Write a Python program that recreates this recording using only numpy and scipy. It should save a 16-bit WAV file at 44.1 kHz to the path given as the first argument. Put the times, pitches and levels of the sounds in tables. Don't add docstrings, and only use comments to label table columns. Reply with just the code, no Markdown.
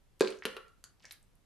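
import sys
import numpy as np
from scipy import signal
from scipy.fft import rfft, irfft
from scipy.io import wavfile
from scipy.ndimage import uniform_filter1d

SR = 44100
rng = np.random.default_rng(int(sys.argv[2]) if len(sys.argv) > 2 else 0)


def wav_out(sig):
    wavfile.write(sys.argv[1], SR, np.round(np.clip(np.atleast_2d(sig).T, -1, 1) * 32767).astype(np.int16))


N = 63945


def amp(db):
    return 10 ** (np.asarray(db) / 20)


def curve(points, hz):
    f, value = np.transpose(points)
    return np.interp(np.log(hz + 1), np.log(f + 1), value)


def add(mix, start_s, sound):
    part = mix[max(round(start_s * SR), 0):][:len(sound)]
    part += sound[:len(part)]


def envelope(spectrum, bins):
    return np.sqrt(abs(uniform_filter1d(abs(spectrum) ** 2, bins)) + 1e-12)


def min_phase(gain):
    return np.exp(signal.hilbert(np.log(np.r_[gain, gain[-2:0:-1]])).conj())[:len(gain)]


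def click(colour, decay_s, scatter, dull_db=0, size=4096):
    t, hz = np.arange(size) / SR, np.fft.rfftfreq(size, 1 / SR)
    burst = rng.standard_normal(size) * np.exp(-t / decay_s)
    burst *= scatter / np.linalg.norm(burst)
    burst[0] += 1
    spectrum = rfft(burst)
    gain = amp(curve(colour, hz) - dull_db * np.log2(np.maximum(hz / 1000, 1)))
    return irfft(spectrum * min_phase(gain / envelope(spectrum, bins=31)))[:size // 2]


def ring(modes, rise_s):
    t = np.arange(SR // 2) / SR
    sines = sum(amp(db - 60 * t / t60) * np.sin(2 * np.pi * hz * t) for hz, db, t60 in modes)
    return (1 - np.exp(-t / rise_s)) * sines


# f/Hz, relative level/dB
ROOM_TONE = [(12, -35), (20, 2), (43, -2.5), (97, -5.5), (183, -12), (398, -19), (571, -21.5), (638, -23),
             (8160, -35.5), (12700, -37), (15000, -57)]
def room_tone(level_db=-67.5, width=0.69):
    colour = amp(curve(ROOM_TONE, np.fft.rfftfreq(N, 1 / SR)))
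    mid, side = irfft(rfft(rng.standard_normal((2, N))) * colour, N)
    stereo = mid + width * np.array([side, -side])
    return amp(level_db) * stereo / stereo.std()


# f/Hz, t60/s
TAIL_T60 = [(150, .36), (380, 0.34), (520, 0.36), (800, 0.31), (1400, 0.4254), (2100, 0.36), (3700, 0.35),
            (5000, 0.39), (7000, .23), (12000, 0.57)]
# f/Hz, level/dB
TAIL_LEVEL = [(100, -15), (200, -4), (330, -6), (420, -11), (520, -2.5), (720, -4), (1400, -3), (2100, -5),
              (3700, -8), (4700, -9), (7000, -7.5), (12000, -17.5)]
# f/Hz, ratio of side to mid
TAIL_WIDTH = [(200, 0.31), (380, 0.49), (480, 0.96), (700, 0.57), (3000, .4), (10000, 1.4)]
# f/Hz, share
TAIL_LEAN = [(280, 0.047), (380, 0.32), (500, .4), (650, 0), (2000, 0), (10000, .05)]
def room(dry, t60_share=1, size=32768):
    build_s, early_s, early_db, early_width = 0.006, 0.0094, -5, 0.3
    t, hz = np.arange(size) / SR, np.fft.rfftfreq(size, 1 / SR)
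    band_hz, frame_s, noise = signal.stft(rng.standard_normal((2, size)), SR, nperseg=256)
    t60 = t60_share * curve(TAIL_T60, band_hz)[:, None]
    tails = signal.istft(noise * amp(-60 * frame_s / t60), SR, nperseg=256)[1][:, :size]
    tails *= 1 - np.exp(-(t / build_s) ** 2)
    tail_gain = amp(curve(TAIL_LEVEL, hz))
    tail, side_tail = (z * min_phase(tail_gain / envelope(z, bins=51)) for z in rfft(tails))

    early = rng.standard_normal((2, size)) * (rng.random((2, size)) < .08)
    early *= np.exp(-t / early_s) * (t > .001)
    early = signal.lfilter(*signal.butter(2, 800, "high", fs=SR), early)
    early_mid, early_side = rfft(early * amp(early_db) / np.linalg.norm(early, axis=1, keepdims=True))
    near = (1 + early_mid) * min_phase(1 / envelope(1 + early_mid, bins=181))

    side = early_width * early_side + side_tail * curve(TAIL_WIDTH, hz) - tail * curve(TAIL_LEAN, hz)
    response = irfft(near + tail + np.array([side, -side]))[:, :size * 3 // 4]
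    return signal.fftconvolve(dry[None], response, axes=1)[:, :N]


def pop(hz, cycles, rise_cycles=0.4294, glide=0.03):
    turns = np.arange(1024) / SR * hz
    shape = (1 - np.exp(-(turns / rise_cycles) ** 2)) * np.exp(-turns / cycles)
    bend = 1 + glide * np.tanh(turns / (2 * cycles))
    wave = shape * np.sin(2 * np.pi * turns * bend)
    return wave / (abs(wave).max() + 1e-12)


# t/s, peak level/dB, f/Hz, decay/cycles
AIR_POCKETS = [(0.214, -61, 5930, .7), (0.2218, -22.5, 4270, 1.7), (0.2480, -28, 3630, 1.4),
               (0.2747, -26.5, 4210, 3.3), (0.2738, -29, 2380, 1.6), (0.2818, -35.5, 6100, 0.61),
               (0.304, -36, 4730, 0.42), (0.3056, -39, 8950, 3.2), (0.3247, -35.5, 3060, 0.84),
               (0.3882, -45.5, 6050, 1.5), (0.4233, -30, 1830, 0.87), (0.4308, -43, 2500, 0.59),
               (0.4368, -41.5, 4670, 1.2), (0.9981, -53.5, 4646, 1.2), (1.0041, -54, 3000, 0.49),
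               (1.0045, -63, 877, 1), (1.0377, -54, 7000, .7), (1.0423, -52, 5000, 1),
               (1.0440, -57, 535, 1.47), (1.0453, -46, 1717, 4.5), (1.0525, -53, 790, 0.44),
               (1.0525, -44.5, 2090, 2.3), (1.0542, -34, 5480, 1.4), (1.0833, -55, 8000, 1.2),
               (1.1095, -33, 3897, 1.8), (1.1112, -38.5, 2070, 0.93), (1.112, -36, 10000, 0.82),
               (1.1135, -33.5, 4540, 0.35), (1.1230, -29, 10900, 1.8), (1.2284, -51, 8160, 2.5),
               (1.3547, -55, 10500, 2)]
# t/s, length/s, level/dB
CRACKLE_SPELLS = [(0.19, 0.01, -45.5), (0.206, 0.17, -49), (1.022, 0.12, -55), (1.176, 0.14, -76)]
def slime(grains_per_s=400, low_hz=1800, high_hz=9000, spread_db=2, fade_db=6):
    out = np.zeros(N)
    for start, db, hz, cycles in AIR_POCKETS:
        add(out, start, amp(db) * pop(hz, cycles))
    for start, length, db in CRACKLE_SPELLS:
        for progress, pitch, chance in rng.random((200, 3))[:int(length * grains_per_s)]:
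            grain_db = db + spread_db * min(-np.log(chance), 3) - fade_db * progress
            grain_hz = low_hz * (high_hz / low_hz) ** pitch
            add(out, start + progress * length, amp(grain_db) * pop(grain_hz, cycles=0.71))
    return out


# t/s, level/dB
ROCKING_TICKS = [(0.682, -24.5), (0.8407, -1.5)]
# f/Hz, level/dB
TICK_SPECTRUM = [(200, -49), (450, -24.5), (800, -32.5), (1450, -12.5), (2200, -30), (3000, -21),
                 (3900, -23.5), (4650, -9.5), (5300, -26), (6600, -13.5), (9000, -22.5), (11500, -18.5),
                 (13000, -47)]
def heel_ticks():
    out = np.zeros(N)
    for start, db in ROCKING_TICKS:
        add(out, start, amp(db) * click(TICK_SPECTRUM, decay_s=0.0012, scatter=0.99))
    return out


# t/s, click level/dB, ring level/dB, knock level/dB, thud level/dB, dulling/(dB/oct)
TAPS = [(0.4536, 2.5, -26, -0.5, 5.5, 2), (0.5668, -7, 5, -12, -45, 4.5)]
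# f/Hz, level/dB
TAP_SPECTRUM = [(50, -16.5), (200, -34.5), (400, 12.5), (800, -9), (1400, 3.5), (2100, 0), (2600, 0),
                (2900, 6), (3450, 0.5), (4050, 0.5), (4700, -5.5), (7500, -11.5), (11500, -2.5),
                (13500, -25), (15000, -46)]
# f/Hz, level/dB, t60/s
TIP_CLACK = [(2800, -25.5, 0.011), (3890, -33.5, 0.0091)]
HEEL_RING = [(1152, -48.5, 0.046), (1382, -39.5, 0.031), (1510, -49, .04)]
BOARD_KNOCK = [(457.6, -28, 0.078), (472.2, -44, 0.2), (523.3, -42.5, 0.17)]
BOARD_THUD = [(226, -36.5, 0.034), (292, -34.5, 0.024)]
def heel_taps():
    out = np.zeros(N)
    for start, click_db, ring_db, knock_db, thud_db, dull_db in TAPS:
        contact = click(TAP_SPECTRUM, decay_s=0.0013, scatter=1.8, dull_db=dull_db)
        add(out, start, amp(click_db) * contact)
        add(out, start, amp(click_db - 2 * dull_db) * ring(TIP_CLACK, rise_s=0.00029))
        add(out, start, amp(ring_db) * ring(HEEL_RING, rise_s=0.0037))
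        add(out, start, amp(knock_db) * ring(BOARD_KNOCK, rise_s=0.0043))
        add(out, start, -amp(thud_db) * ring(BOARD_THUD, rise_s=0.0023))
    return out


# f/Hz, level/dB
SOLE_SPECTRUM = [(40, -37.5), (100, -11.5), (220, -1), (800, 2), (1500, 3.5), (2000, 0), (2500, 2.5),
                 (3100, -6), (4200, 3.5), (5700, -7), (7500, -4), (11000, -11.5), (13500, -21),
                 (15500, -50.5)]
# f/Hz, level/dB, t60/s
PLATFORM_RING = [(421.6, -8.5, 0.043), (358, -20.5, 0.029), (381.6, -32.5, .4), (433, -35, .33),
                 (220.5, -35.5, .14), (511, -35.5, .15), (1019, -31.5, .07), (1590, -31, 0.074),
                 (2450, -26, 0.01), (3730, -26.5, .015)]
def sole_knock(start_s=0.2078, rise_s=0.0012):
    out = np.zeros(N)
    add(out, start_s, click(SOLE_SPECTRUM, decay_s=0.00078, scatter=1.5))
    add(out, start_s + rise_s / 2, -ring(PLATFORM_RING, rise_s))
    return out


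def scene():
    bass_cut = signal.butter(3, 150, "high", fs=SR)
    blows = room(signal.lfilter(*bass_cut, sole_knock() + heel_taps()))
    light = room(heel_ticks() + slime(), t60_share=0.65)
    return blows + light + room_tone()


def record(dry):
    band_limit = signal.firwin(255, 14700, window=("kaiser", 9), fs=SR)
    return signal.oaconvolve(dry, band_limit[None], "same")


dry = scene()
out = record(dry)
wav_out(out)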